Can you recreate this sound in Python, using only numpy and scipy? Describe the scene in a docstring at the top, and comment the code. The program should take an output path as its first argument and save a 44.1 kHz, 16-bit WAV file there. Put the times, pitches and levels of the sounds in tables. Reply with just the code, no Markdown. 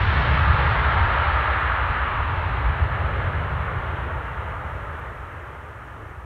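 """A jet airliner rolls away down a runway under reverse thrust, heard from far across a grass field.
Its jets roar as they mix with the air. The roar fades and dulls with distance, and an echo off the
ground cancels part of its low middle range. Under it, big slow swirls of exhaust make a gusty rumble.
A faint hiss with a few tiny ticks lies close to the microphone."""
import sys
import numpy as np
from scipy import signal
from scipy.fft import rfft, irfft, next_fast_len
from scipy.io import wavfile
from scipy.ndimage import uniform_filter1d

SR = 44100
rng = np.random.default_rng(int(sys.argv[2]) if len(sys.argv) > 2 else 0)


def dump(signal):
    """Clip the signal to [-1, 1] and save it as 16-bit WAV at the path in sys.argv[1]."""
    limited = np.clip(np.atleast_2d(signal).T, -1, 1)
    pcm = np.round(limited * 32767).astype(np.int16)
    wavfile.write(sys.argv[1], SR, pcm)


N = 275625
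TIME = np.arange(N) / SR
FRAME, HOP = 2048, 256  # the roar is shaped in short frames: their length and spacing in samples
FRAME_TIME = np.arange(N // HOP + 2) * HOP / SR
BIN_HZ = np.fft.rfftfreq(FRAME, 1 / SR)

# The roar swells, then fades as the aircraft rolls on. Each row: time in seconds, level in dB.
ROAR_LEVEL = [(0, -26.0), (0.7, -23), (1.8, -24.5), (2.45, -28.5), (3.1, -30.5), (4.4, -34.5), (5.0, -37.5),
              (5.7, -41.2), (6.25, -44)]
# The tone of the jets at middle distance. Each row: frequency in Hz, relative level in dB.
ROAR_SPECTRUM = [(20, -44), (120, -23), (230, -7.5), (350, -5), (500, -4), (750, -3.5), (950, -0.37),
                 (1280, 0.5), (1750, -3.5), (2400, -11.5), (3000, -16.5), (4000, -29), (4600, -40.5),
                 (6500, -63), (9000, -88.5)]
# The band the ground echo changes, mostly by cancelling it.
# Each row: time in seconds, centre in Hz, gain in dB.
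GROUND_ECHO = [(0, 400, -1.5), (1.15, 308, -8), (1.9, 416, -8), (2.35, 440, -4), (3.3, 250, -0.8),
               (4.4, 290, -2.3), (6.25, 250, 3.5)]
# A faint whoosh: one boosted band slides down and settles as the aircraft moves.
# Each row: time in seconds, centre in Hz, gain in dB.
WHOOSH = [(0, 1650, 0.8), (1.9, 1390, 1), (2.25, 940, 3.5), (3.2, 524, 2), (5.3, 570, 1.4),
          (6.25, 600, 1.5)]
# The rumble's two slow swells. Each row: time in seconds, deep bass in dB, upper bass in relative dB.
RUMBLE_LEVELS = [(0, -22.1, -29.5), (0.45, -21, -25.5), (1.45, -26, -41), (2.1, -27, -41),
                 (2.8, -24.5, -33.5), (3.55, -28.5, -31.5), (4.25, -32, -40.5), (4.7, -33.5, -40.5),
                 (5.35, -39.5, -47.5), (5.85, -44, -46.5), (6.25, -38, -49.5)]
# The tone of the big exhaust swirls. Each row: frequency in Hz, relative level in dB.
RUMBLE_SPECTRUM = [(10, -51.5), (22, -36), (33, -11), (48, -5), (62, 4), (80, 3.5), (100, -2.5),
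                   (135, -9.5), (170, -18.5), (220, -28), (400, -54.5), (1000, -92)]
# The strongest gusts in the deep bass. Each row: peak time in seconds, gain in dB, length in seconds.
GUSTS = [(.5, 5.5, 0.039), (1.045, 5.5, 0.083), (1.365, 3, 0.11), (1.906, 5.5, 0.042), (2.684, 9, 0.037),
         (2.847, 4.5, .07), (4.155, 6.5, 0.042)]
# The slow swell of the hiss. Each row: time in seconds, relative level in dB.
HISS_LEVEL = [(0, -77), (1.5, -74.5), (2.6, -74), (4.8, -70.5), (6.25, -72)]
# The tone of the hiss. Each row: frequency in Hz, relative level in dB.
HISS_SPECTRUM = [(20, -15.5), (1000, 1.5), (4500, 0.5), (6300, 1.5), (9500, 1), (11500, -2), (13500, -4.5),
                 (15700, -7.5)]
# Tiny ticks and scratches close by.
# Each row: time of the peak in seconds, level in dB, centre in Hz, width in Hz, length in seconds.
NEAR_TICKS = [(.401, -59, 8000, 3970, 0.0015), (1.443, -68.5, 8000, 3020, .04),
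              (1.605, -69, 8500, 1800, .045), (1.89, -71, 7550, 2200, 0.043),
              (4.995, -64, 12500, 1800, .008)]
# Steady peaks and dips in the sound at the microphone. Each row: centre in Hz, width in Hz, gain in dB.
PEAKS_AND_DIPS = [(430, 70, 1.2), (610, 70, 1.1), (730, 90, -1.4), (890, 90, .9), (1030, 120, -1.5),
                  (1230, 130, 1.3), (1385, 80, 1.9), (1510, 100, -1), (1680, 120, 1.1), (2400, 240, -1.1),
                  (4950, 350, -4), (7600, 1200, -1.6), (10400, 550, -5)]


def jet_roar(shimmer_db=0.8, waver_db=0.34):
    """Noise of the jets mixing with air, dulled by distance and stirred by moving air on the way."""
    level_db = follow(ROAR_LEVEL, FRAME_TIME[:, None])[0]
    tone_db = spectrum_at(ROAR_SPECTRUM, BIN_HZ) + air_dulling(level_db) + sizzle() + reflections()
    # moving air makes narrow bands swell and fade
    shape = gain_of(tone_db + shimmer_db * random_patches(frames=18, bins=5))
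    # the middle of the roar sets its level, which then wavers a little in broad bands
    core = (BIN_HZ > 750) & (BIN_HZ < 2000)
    core_level = np.sqrt((shape[:, core] ** 2).sum(1, keepdims=True) / len(BIN_HZ))
    shape *= gain_of(level_db) / core_level
    shape *= gain_of(waver_db * random_patches(frames=24, bins=70))
    white = signal.stft(rng.standard_normal(N), nperseg=FRAME, noverlap=FRAME - HOP)[2]
    shaped = white * shape[:white.shape[1]].T
    return signal.istft(shaped, nperseg=FRAME, noverlap=FRAME - HOP)[1][:N]


def air_dulling(roar_db, runway_m=295, start_past_m=47, speed_m_per_s=58.4, loss_db_per_m=0.127):
    """The roar's change of tone in dB: air soaks up more treble as the aircraft gets farther away."""
    path_m = np.hypot(runway_m, start_past_m + speed_m_per_s * FRAME_TIME[:, None])
    treble_db = -36.3 - loss_db_per_m * (path_m - path_m[0])
    middle_distance_db = -15.5  # treble compared with the roar at middle distance
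    # no effect below 1300 Hz, the stated loss at 3000 Hz, and more above that
    weight = np.clip((BIN_HZ - 1300) / (3000 - 1300), 0, 2.25)
    return weight * (treble_db - roar_db - middle_distance_db)


def sizzle(boost_db=3.5, end_s=1.5, fade_s=0.3):
    """A boost in dB high in the roar, strong while the engines are side-on to the listener."""
    side_on = 0.5 - 0.5 * np.tanh((FRAME_TIME[:, None] - end_s) / fade_s)
    return boost_db * side_on * band(centre_hz=4870, octaves=0.35)


def reflections(rebound_ratio=2.21, rebound_share=0.39):
    """Gain in dB: the ground echo cancels one band and adds about an octave up; a whoosh slides down."""
    dip_hz, dip_db = follow(GROUND_ECHO, FRAME_TIME[:, None])
    whoosh_hz, whoosh_db = follow(WHOOSH, FRAME_TIME[:, None])
    dip = dip_db * band(dip_hz, octaves=0.94)
    rebound = -rebound_share * dip_db * band(rebound_ratio * dip_hz, octaves=0.32)
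    return dip + rebound + whoosh_db * band(whoosh_hz, octaves=0.32)


def exhaust_rumble(split_hz=110, upper_trim_db=-0.5):
    """Swirls of exhaust throb at random under two slow swells; the biggest arrive as gusts."""
    deep_db, upper_db = follow(RUMBLE_LEVELS, TIME)
    swirls = noise(RUMBLE_SPECTRUM)
    deep = filtered(swirls, lambda hz: -20 * np.log10(1 + (hz / split_hz) ** 10))
    return (gain_of(deep_db + gusts()) * steadied(deep, span_s=0.12)
            + gain_of(upper_db + upper_trim_db) * steadied(swirls - deep, span_s=0.14))


def gusts(lull_after_s=0.069, lull_s=0.041, lull_share=0.8):
    """Gain of the deep bass in dB: each gust swells, then leaves a short lull."""
    return sum(db * (bell(TIME, s, length / 2) - lull_share * bell(TIME, s + lull_after_s, lull_s / 2))
               for s, db, length in GUSTS)


def hiss(boost_db=5.0):
    """A thin, even hiss close by."""
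    return gain_of(follow(HISS_LEVEL, TIME)[0] + boost_db) * noise(HISS_SPECTRUM)


def ticks():
    """Short, faint scratches of high noise."""
    out = np.zeros(N)
    for s, db, centre_hz, width_hz, length in NEAR_TICKS:
        scratch = filtered(rng.standard_normal(N), lambda hz: 30 * bell(hz, centre_hz, 2 * width_hz))
        out += gain_of(db) * bell(TIME, s, length / 2) * unit_level(scratch)
    return out


def gain_of(db):
    """Turns decibels into a number to multiply by."""
    return 10 ** (np.asarray(db) / 20)


def unit_level(x):
    """Scales x to an average (rms) level of one."""
    return x / np.sqrt(np.mean(x ** 2) + 1e-20)


def spectrum_at(rows, hz):
    """A spectrum table's dB at hz, joining its rows by straight lines on a pitch scale."""
    row_hz, db = np.transpose(rows)
    return np.interp(np.log(hz + 1), np.log(row_hz + 1), db)


def follow(rows, t):
    """Each value column of a time table at the times t."""
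    s, *columns = np.transpose(rows)
    return [np.interp(t, s, column) for column in columns]


def bell(x, centre, width):
    """A smooth hump of height one."""
    return np.exp(-0.5 * ((x - centre) / width) ** 2)


def band(centre_hz, octaves):
    """A smooth hump over the frequencies around centre_hz."""
    return bell(np.log2(BIN_HZ + 1), np.log2(centre_hz), octaves)


def filtered(x, db_at):
    """Filters x by a function that gives dB at each frequency."""
    size = next_fast_len(len(x) + FRAME)
    gain = gain_of(db_at(np.fft.rfftfreq(size, 1 / SR)))
    return irfft(rfft(x, size) * gain, size)[:len(x)]


def noise(spectrum):
    """Steady noise with the given spectrum."""
    return unit_level(filtered(rng.standard_normal(N), lambda hz: spectrum_at(spectrum, hz)))


def steadied(x, span_s):
    """Holds the level near one over each span, leaving the faster flutter."""
    size = int(span_s * SR)
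    power = uniform_filter1d(uniform_filter1d(x ** 2, size), size)
    return x / np.sqrt(abs(power) + 1e-12)


def random_patches(frames, bins):
    """Random ups and downs, smooth over so many time frames and frequency bins."""
    field = rng.standard_normal((len(FRAME_TIME), len(BIN_HZ)))
    for axis, width in ((0, frames), (0, frames), (1, bins), (1, bins)):
        field = uniform_filter1d(field, width, axis)
    return unit_level(field)


def scene(fade_s=0.001):
    """The far aircraft and the near hiss and ticks in one channel, with a tiny fade at each end."""
    edges = np.clip(np.minimum(TIME, TIME[-1] - TIME) / fade_s, 0, 1)
    return (edges * (jet_roar() + exhaust_rumble() + hiss() + ticks()))[None]


def record(dry, cutoff_hz=15750):
    """Steady peaks and dips colour the sound at the microphone, then the highest treble is cut off."""
    heard = filtered(dry[0], lambda hz: sum(db * bell(hz, centre, width / 2)
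                                            for centre, width, db in PEAKS_AND_DIPS))
    low_pass = signal.firwin(1023, cutoff_hz, window=("kaiser", 9), fs=SR)
    return signal.oaconvolve(heard, low_pass, "same")[None]


dry = scene()
out = record(dry)
dump(out)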